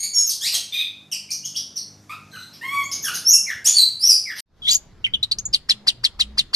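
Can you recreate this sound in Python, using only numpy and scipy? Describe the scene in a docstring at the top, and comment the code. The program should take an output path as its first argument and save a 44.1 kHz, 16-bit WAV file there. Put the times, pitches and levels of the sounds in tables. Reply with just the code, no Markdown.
"""A caged shrike sings in a hard-walled porch: short whistles, slurs and rasps smear into the walls' answer,
over far traffic and a passing engine. The sound cuts off, then quickly fades in from close by, the bird to
one side: a rising rasp, chips and harsh scolds, over a duller rush and low hums that come and go.
The voice is a trembling membrane's partials through a throat, plus rasping air; walls are decaying noise
and the traffic is shaped noise."""
import sys
import numpy as np
from scipy import signal
from scipy.fft import rfft, irfft, next_fast_len
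from scipy.io import wavfile
from scipy.ndimage import uniform_filter1d, minimum_filter1d, map_coordinates

SR = 44100
rng = np.random.default_rng(int(sys.argv[2]) if len(sys.argv) > 2 else 0)


def dump_mix(stems):
    """Bounce the given channels to the path in sys.argv[1] as a 16-bit WAV at rate SR."""
    frames = np.atleast_2d(stems).T  # one column per channel
    limited = np.clip(frames, -1, 1)  # hard clip at full scale
    pcm = np.round(limited * 32767).astype(np.int16)
    wavfile.write(sys.argv[1], SR, pcm)


N = 288855

# A voice, wherever a table holds one: throat_hz, fall_db_per_octave (either side of the throat),
# odd_partials_db, rasp_db, roughness_db. Levels of notes are ahead of the mix.
# A kind of note: a voice with throat_over_pitch in place of throat_hz, then a shape: peak_share (of the
# length), arch_factor (pitch at the peak), start_db, end_db (both relative to the peak).


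def amp(db):
    """dB to gain."""
    return 10 ** (np.asarray(db) / 20)


def unit(x):
    """x at rms 1."""
    return x / np.sqrt(np.mean(x ** 2) + 1e-20)


def along(points, hz):
    """Reads (Hz, value) points on a log frequency axis."""
    point_hz, value = np.transpose(points)
    return np.interp(np.log(hz + 1), np.log(point_hz + 1), value)


def curves(rows, t):
    """One value per time for each column after the time."""
    s, *columns = np.transpose(rows)
    return [np.interp(t, s, column) for column in columns]


def wobble(rate, size=N):
    """A smooth random curve, rate knots a second."""
    return map_coordinates(rng.standard_normal(int(size * rate / SR) + 4), [np.arange(size) * rate / SR])


def tremor(size, spacing):
    """A random curve of size samples with a knot every spacing samples."""
    return map_coordinates(rng.standard_normal(1500), [np.arange(size) / spacing])


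def filtered(x, response):
    """x shaped by a response over frequency."""
    m = next_fast_len(N + SR // 2)
    return irfft(rfft(x, m) * response(np.fft.rfftfreq(m, 1 / SR)), m)[..., :N]


def edges(t, start, end, rise, fall):
    """A gate with soft ends."""
    ramp = np.clip(np.minimum((t - start) / rise, (end - t) / fall), 0, 1)
    return np.sin(np.pi / 2 * ramp) ** 2


def sing(notes, rasp, beak_db):
    """Each note: partials of a trembling membrane through the throat, plus rasping air."""
    # high partials that bypass the throat: freq_hz, level_db (relative)
    beak = [(3000, -42), (6000, -47.5), (9000, -22), (10500, -43.5), (12300, -19.5), (14000, -39.5)]
    air = unit(filtered(rng.standard_normal(N), lambda hz: amp(along(rasp, hz))))
    out = np.zeros(N)
    for (throat_hz, fall_db, odd_db, rasp_db, rough_db), rows in notes:
        start, end = rows[0][0] - .002, rows[-1][0] + .005
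        i = np.arange(max(int(start * SR), 0), min(int(end * SR), N))
        t = i / SR
        hz, db = curves(rows, t)
        hz = uniform_filter1d(hz, size=90)

        # rougher notes pulse deeper, about every 5 ms
        depth = np.clip(.15 * np.abs(rough_db), 0, .8)
        beat = depth * np.cos(2 * np.pi * 195 * (t - start - .004))
        # slow throbs and a fast grain that spreads each line
        grain = np.tanh(tremor(len(i), 128.7) + 0.42 * tremor(len(i), 30))
        throb = unit(amp(rough_db * (grain + beat)))
        waver = 1 + .007 * np.abs(rough_db) * tremor(len(i), 45)

        k = np.arange(1, 16)[:, None]  # partial numbers
        octaves = np.log2(k * hz / throat_hz)
        slope = np.where(octaves > 0, -fall_db, fall_db)
        throat = amp(slope * octaves + odd_db * (k % 2))
        throat /= np.sqrt(np.sum(throat ** 2, axis=0) / 2)
        bypass = amp(beak_db + along(beak, k * hz)) * (octaves > .3)
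        partials = (throat + bypass) * (k * hz < SR / 3)
        phase = 2 * np.pi * np.cumsum(hz * waver) / SR
        tone = np.sum(partials * np.sin(k * phase + k * k), axis=0)
        gate = edges(t, start, end, .0025, .005)
        out[i] += amp(db) * gate * (throb * tone + amp(rasp_db) * air[i])
    return out


def note(voice, shape, s, length, from_hz, to_hz, db):
    """A glide by way of one peak; the throat follows the pitch at the peak."""
    # a share over 1 puts the peak past the end: the glide heads for it, then steps to the end values
    share, arch, start_db, end_db = shape
    peak_hz = arch * (from_hz + share * (to_hz - from_hz))
    rows = [(s, from_hz, db + start_db), (s + share * length, peak_hz, db), (s + length, to_hz, db + end_db)]
    return (voice[0] * peak_hz, *voice[1:]), rows


def whistles():
    """Thin notes: the throat sits near the pitch and lets little but the first partial out."""
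    # the kind of note: voice, shape
    kind = (1.17, 19.5, 2, -21, 1.5), (0.37, 1, -7.5, -11)
    # often two at once: start_s, length_s, from_hz, to_hz, level_db
    whistle_rows = [(0.134, 0.11, 6640, 6660, -18), (0.141, 0.091, 5624, 5260, -19),
                    (0.144, 0.11, 7500, 8200, -38), (0.723, 0.075, 5960, 6200, -37.5),
                    (1.29, 0.014, 2300, 2500, -36.5), (1.433, 0.028, 2800, 3540, -37.5),
                    (1.548, 0.024, 2750, 4040, -29.5), (2.833, 0.029, 6280, 7470, -32.5),
                    (3.662, .06, 5400, 5700, -41)]
    return [note(*kind, *row) for row in whistle_rows]


def mews():
    """Low falling mews, each with its own steepness of throat."""
    # the kind of note: voice, shape
    kind = (1.16, -0.5, -3.5, -20.5, 2.5), (1.1, 1.19, -8.5, -4.5)
    # start_s, length_s, from_hz, to_hz, level_db, added_fall_db_per_octave
    mew_rows = [(2.327, 0.034, 1600, 1238, -33, 23), (3.043, 0.044, 1750, 1177, -22.5, 10),
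                (3.465, 0.046, 2360, 1397, -24, 23.5), (4.255, 0.061, 2370, 1403, -28.5, 24.5)]
    voice, shape = kind
    return [note(np.add(voice, [0, fall_db, 0, 0, 0]), shape, *row) for *row, fall_db in mew_rows]


def drops():
    """Fast falling strokes, each with its own share of rasping air."""
    # the kind of note: voice, shape
    kind = (1.3547, 19, 7, 2.5, 5), (.4, 1.17, -8.5, -2.5)
    # start_s, length_s, from_hz, to_hz, level_db, added_rasp_db
    drop_rows = [(0.522, .032, 4160, 2665, -18, -3.5), (3.023, 0.035, 5960, 4960, -23.5, -14.5),
                 (3.134, 0.028, 6150, 4400, -24, -1.5), (4.358, 0.047, 6090, 3210, -33.5, 4)]
    voice, shape = kind
    return [note(np.add(voice, [0, 0, 0, rasp_db, 0]), shape, *row) for *row, rasp_db in drop_rows]


def chirps():
    """Harsh chirps led by the second partial: the throat sits an octave up, odd partials are weak."""
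    # the kind of note: voice, shape
    kind = (1.98, 25, 4, 0.5, 5.5), (0.46, 1.12, -5, -13)
    # start_s, length_s, from_hz, to_hz, level_db, added_odd_partials_db, added_rasp_db
    chirp_rows = [(1.305, 0.029, 2050, 3190, -19.5, -17, -16.5), (1.446, 0.02, 3200, 2264, -24, -24, -13),
                  (1.562, 0.022, 2300, 2940, -19.5, -34, -13.5),
                  (1.758, 0.027, 2900, 2150, -22.5, -48, -15), (2.53, .035, 2600, 2360, -43, -28.5, 6.5),
                  (2.915, 0.03, 2500, 3255, -21.5, -48.5, -3)]
    voice, shape = kind
    return [note(np.add(voice, [0, 0, odd_db, rasp_db, 0]), shape, *row)
            for *row, odd_db, rasp_db in chirp_rows]


def buzzes():
    """Nasal buzzes rich in partials: the throat sits well above the pitch."""
    # the kind of note: voice, shape
    kind = (1, 16, -1.5, -11.5, 4.5), (0.52, 0.99, -5, -12)
    # start_s, length_s, from_hz, to_hz, level_db, throat_over_pitch (replaces the kind's own)
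    buzz_rows = [(0, 0.013, 2196, 2200, -23, 2.74), (0.03, 0.012, 2209, 2328, -16, 2.45),
                 (1.116, .029, 3013, 2300, -22, 1.65), (2.095, .04, 1143, 1358, -31.5, 1.31),
                 (2.315, 0.18, 2018, 2103, -44, 2.1)]
    voice, shape = kind
    return [note((over, *voice[1:]), shape, *row) for *row, over in buzz_rows]


def chips():
    """Close-up chips: each bends and rasps by its own amount."""
    # the kind of note: voice, shape
    kind = ((1.01, 28, 10, 0, 5), (.25, 1, -7, -12))
    # start_s, length_s, from_hz, to_hz, level_db, arch_factor, added_rasp_db
    chip_rows = [(4.67, 0.028, 2174, 2160, -34, 0.99, -30), (4.68, 0.031, 3250, 3530, -18.5, 1.04, -10),
                 (4.747, 0.021, 7250, 7230, -13.5, 0.86, -44), (5.043, 0.022, 2816, 2815, -17, 1.15, -35),
                 (5.063, 0.014, 2613, 2070, -27, 0.9, -19), (5.137, .02, 3494, 2960, -15.5, 1.02, -32),
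                 (5.229, .018, 3430, 3700, -16, 1.166, -15.5), (5.314, 0.015, 3835, 4190, -13, 1.17, -13.5),
                 (5.385, .018, 4550, 6500, -24, 1.3, -15), (5.454, 0.014, 6840, 6710, -18.5, 1.01, -43)]
    voice, shape = kind
    return [note(np.add(voice, [0, 0, 0, rasp_db, 0]), np.multiply(shape, [1, arch, 1, 1]), *row)
            for *row, arch, rasp_db in chip_rows]


def scolds():
    """The same rising tick and falling bark, each time with its own level, pitch and length."""
    # rising tick: voice, then rows of after_start_s, pitch_hz, level_db (both scaled per scold)
    tick = ((1695, 17.5, 22, -6.5, 5), [(0, 773, -33), (.005, 1492, -22.5), (.011, 2250, -19)])
    # falling bark: the same columns
    bark = ((4393, 50.5, 26.5, -9, 5.5), [(.004, 4300, -23.5), (.008, 5290, -10), (.014, 4580, -4),
            (.021, 4178, 3), (.03, 3498, -8.5), (.04, 2690, -20.5)])
    # start_s, added_level_db, pitch_factor, length_factor
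    scold_rows = [(5.687, -11.5, 1.015, 0.98), (5.867, -11.5, 1.006, 0.96), (6.034, -13.5, 0.99, 0.92),
                  (6.191, -14, 0.93, 0.95), (6.373, -14.5, .99, .99), (6.531, -13.5, 0.98, 0.93)]
    return [(voice, [(s + stretch * dt, factor * hz, level_db + db) for dt, hz, db in rows])
            for s, level_db, factor, stretch in scold_rows for voice, rows in (tick, bark)]


def far_bird():
    """The song from afar: long slurs and short notes."""
    # long slurs: voice, then rows of time_s, pitch_hz, level_db
    slurs = [ ((5500, 11, -2, -13.5, 1.7), [(.268, 6340, -17), (.29, 5900, -23), (.3, 4890, -19.5),
             (.322, 2780, -34)]), ((4397, 12, -3.5, -7, -0.2), [(.41, 1591, -29), (.44, 1900, -23.5),
             (.465, 2370, -19.5), (.49, 2960, -28.5)]), ((5597.5, 7.5, -15, -41.5, 2), [(3.333, 2765, -9.5),
             (3.345, 2690, -9), (3.365, 2610, -35)]), ((3104, 37.5, 4.5, -19, 4), [(.724, 1186, -26.5),
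             (.745, 1219, -22.5), (.77, 1226, -27), (.8, 1258, -21.5), (.825, 1152, -27.5)]),
             ((1679.5, 19, -0.5, -29.5, 1.27), [(2.613, 888, -35), (2.64, 1053, -33.5), (2.71, 1116, -31),
             (2.735, 1133, -25), (2.795, 1120, -24.5), (2.825, 1042, -36.5)]),
             ((6005.5, 6.5, 10.5, -36.5, 1), [(3.25, 5180, -24.5), (3.285, 5746, -9), (3.318, 6870, -14.5),
             (3.335, 5570, -10.5)]), ((6506.5, 19.5, -3, -8.5, 0.5), [(3.645, 2317, -28.5),
             (3.658, 2815, -13.5), (3.675, 3450, -10.5), (3.745, 3650, -42)]),
             ((4289.5, 19.5, -2.5, -17, 0.5), [(3.735, 4374, -22.5), (3.77, 4588, -9.5), (3.79, 4120, -10),
             (3.82, 3963, -18.5)]), ((5492, 19.5, -32, -18, .8), [(3.995, 2260, -31), (4.04, 2747, -13),
             (4.08, 3030, -17.5)]), ((5401, 18, -18.5, -24, 1.5), [(4.082, 2950, -16.5),
             (4.105, 2507, -6.5), (4.135, 2320, -25)]), ]
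    # breath past the syrinx, beak facing the listener: freq_hz, level_db per Hz (relative)
    far_rasp = [(500, -17.5), (1500, -16.5), (3000, -6), (5000, 3.5), (7000, -34.5), (9000, -14),
                (10500, -19.5), (12300, -12), (13500, 2)]
    short_notes = whistles() + mews() + drops() + chirps() + buzzes()
    return sing(slurs + short_notes, far_rasp, beak_db=3.0)


def near_bird():
    """The song close up: slurs, chips and scolds."""
    # slurs: voice, then rows of time_s, pitch_hz, level_db
    slurs = [ ((3586, 33, 14.5, -18.5, 4.5), [(4.62, 3330, -43), (4.665, 3326, -25.5), (4.69, 3874, -19),
             (4.725, 4910, -21.5), (4.778, 4580, -44.5)]), ((6512, 9.5, -3.5, -7.5, 7),
             [(4.675, 5830, -48.5), (4.715, 7180, -19), (4.745, 5850, -24.5), (4.778, 5390, -50)]),
             ((4490, 22.5, 29, -9.5, 3.5), [(5.529, 5370, -35.5), (5.539, 4750, -15), (5.547, 4280, -12.5),
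             (5.555, 3490, -27.5), (5.565, 2690, -34.5)]), ]
    # breath past the syrinx, beak turned aside: freq_hz, level_db per Hz (relative)
    near_rasp = [(500, -21.5), (1500, -25.5), (3000, 2.5), (5000, -2), (7000, -8.5), (9000, -9.5),
                 (11500, -17.5), (12600, -44), (13500, -44)]
    return sing(slurs + chips() + scolds(), near_rasp, beak_db=-26.0)


def walls(x, decay, build, side_db):
    """A diffuse answer that builds up, then dies band by band; side_db sets its width by frequency."""
    hz, t, z = signal.stft(rng.standard_normal((2, SR)), SR, nperseg=256)
    t60 = np.maximum(along(decay, hz), .02)[:, None]
    tail = signal.istft(z * amp(-60 * t / t60), SR, nperseg=256)[1]
    tail *= 1 - np.exp(-np.arange(tail.shape[1]) / SR / build)
    tail /= np.linalg.norm(tail[0])
    mid, side = signal.fftconvolve(x[None], tail, axes=1)[:, :N]
    side = filtered(side, lambda f: amp(along(side_db, f)))
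    return np.array([mid + side, mid - side])


def porch_walls(bird):
    """The porch's answer: nearly mono in the lows, wider toward the top."""
    # decay of the porch: freq_hz, t60_s
    porch = [(1000, 0.37), (3000, 0.45), (6000, 0.38), (12000, 0.27)]
    return walls(bird, porch, 0.00067, [(1500, -71), (4500, -31), (12000, -8)])


def close_walls(bird):
    """A short answer from beside the cage and a fainter, longer, slower-building one from farther off."""
    # walls beside the cage: freq_hz, t60_s
    nook = [(1000, 0.12), (4000, 0.054), (12000, 0.086)]
    # farther walls: freq_hz, t60_s
    yard = [(1000, 0.78), (4000, 0.27), (12000, .3)]
    beside = walls(bird, nook, 0.001, [(1000, 2.06)])
    farther = walls(bird, yard, .02, [(1000, 1)])
    return amp(-11.5) * beside + amp(-34.0) * farther


def hum(rows, orders):
    """Unsteady low tones tied to one speed; rows give the pitch of the first order listed."""
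    t = np.arange(N) / SR
    hz, db = curves(rows, t)
    turn = 2 * np.pi * np.cumsum(hz / orders[0][0]) / SR
    tones = sum(amp(level_db + 3.8 * wobble(7.3)) * np.sin(k * turn + 0.4 * wobble(17))
                for k, level_db in orders)
    return amp(db + 2.5) * edges(t, rows[0][0], rows[-1][0] + 0.033, 0.032, 0.068) * tones


def engine():
    """A passing engine: several orders of one turning speed swell and fade."""
    # second order of the engine: time_s, pitch_hz, level_db (relative)
    pass_rows = [(.4, 101, -65), (2.1, 101.9, -55.5), (3.4, 99.8, -61)]
    # order, level_db (relative)
    order_rows = [(2, -3), (3, -2.5), (4, -4), (5, -8), (6, -7.5)]
    return hum(pass_rows, order_rows)


def low_hums():
    """Low gliding tones that come and go, strongest midway."""
    # start_s, length_s, from_hz, to_hz, level_db (relative)
    hum_rows = [(4.94, 0.59, 108, 111.4, -49.5), (5.717, 0.33, 118, 119, -53),
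                (6.18, 0.48, 60.2, 63.1, -48.5), (5.325, 0.23, 192, 199, -54),
                (5.692, .25, 212.6, 200, -55), (6.155, 0.27, 198.7, 215, -54.5)]
    edge_db = -3  # start and end, relative to the middle
    total = 0
    for s, length, from_hz, to_hz, db in hum_rows:
        middle = (s + length / 2, (from_hz + to_hz) / 2, db)
        rows = [(s, from_hz, db + edge_db), middle, (s + length, to_hz, db + edge_db)]
        total = total + hum(rows, [(1, 0.0077)])
    return total


def rush(spectrum, alike, patchy_db):
    """Stereo noise of rms 1 with patches of random gain."""
    z = signal.stft(rng.standard_normal((2, N)), nperseg=512)[2]
    field = uniform_filter1d(rng.standard_normal(z.shape[1:]), 6, 0)
    field = uniform_filter1d(field, 14, 1)
    pair = signal.istft(z * amp(patchy_db * unit(field)), nperseg=512)[1][:, :N]

    def response(hz):
        # more side against mid where left and right are less alike
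        angle = np.arccos(np.clip(along(alike, hz), -1, 1)) / 2
        return amp(along(spectrum, hz)) * [np.cos(angle), np.sin(angle)]

    mid, side = filtered(pair, response)
    return unit(np.array([mid + side, mid - side]))


def far_road():
    """Far traffic as a rush of shaped noise whose level drifts."""
    # time_s, level_db
    road_rows = [(0, -56), (1.2, -57), (3.14, -50), (4.4, -56)]
    # spectrum: freq_hz, level_db per Hz (relative)
    far_air = [(15, -46), (40, -18), (70, -4), (160, -1.5), (350, -9), (800, -13.5), (1500, -19),
               (3000, -23.5), (6000, -20.5), (9000, -29.5), (13000, -29)]
    likeness = [(1500, 1.0), (5000, .9), (12000, 0.54)]  # freq_hz, left_right_likeness
    level = amp(curves(road_rows, np.arange(N) / SR)[0])
    return level * rush(far_air, likeness, patchy_db=-1.5)


def near_road():
    """The steady rush behind the close bird, wider between left and right."""
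    # spectrum: freq_hz, level_db per Hz (relative)
    near_air = [(10, -7), (25, -1.5), (100, -8), (240, -15.5), (500, -23.5), (1500, -28.5), (3000, -39.5),
                (4500, -33), (7000, -44.5), (8500, -52.5), (13000, -52.5)]
    # freq_hz, left_right_likeness
    likeness = [(60, 0.89), (170, 1), (500, 0.65), (1500, 1), (8000, 0.32)]
    return amp(-48) * rush(near_air, likeness, patchy_db=2.5)


def far_view():
    """The walls outweigh the bird's direct sound; left and right hear nearly the same bird."""
    cut_s = 4.406
    t = np.arange(N) / SR
    bird = far_bird()
    heard = amp(-5.5) * bird + amp(1.0) * porch_walls(bird) + far_road() + engine()
    return heard * edges(t, -1, cut_s + .001, .01, .003)


def near_view():
    """Close up: the direct sound leads, later but louder on the left."""
    return_s, fade_s, lag_samples = 4.459, .2, 8
    t = np.arange(N) / SR
    bird = near_bird()
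    heard = (bird + close_walls(bird)) * amp([[3.5], [2]])
    heard[0] = np.roll(heard[0], lag_samples)
    # the ramp starts a quarter of the way up
    ramp = np.clip(0.25 + (t - return_s) / fade_s, 0, 1)
    fade = (t > return_s) * ramp ** 2.55
    return (heard + near_road() + low_hums()) * fade


def scene():
    """The far view, then the near one."""
    return far_view() + near_view()


def record(dry):
    """A quick look-ahead limiter holds peaks under full scale; nothing is kept above the band limit."""
    limit_s, top_hz = .003, 13200
    size = int(limit_s * SR)
    needed = np.minimum(1, .97 / (np.abs(dry).max(axis=0) + 1e-9))
    gain = uniform_filter1d(minimum_filter1d(needed, size=2 * size + 1), size=size)
    return filtered(dry * gain, lambda hz: np.clip((top_hz - hz) / 250, 0, 1))


dry = scene()
out = record(dry)
dump_mix(out)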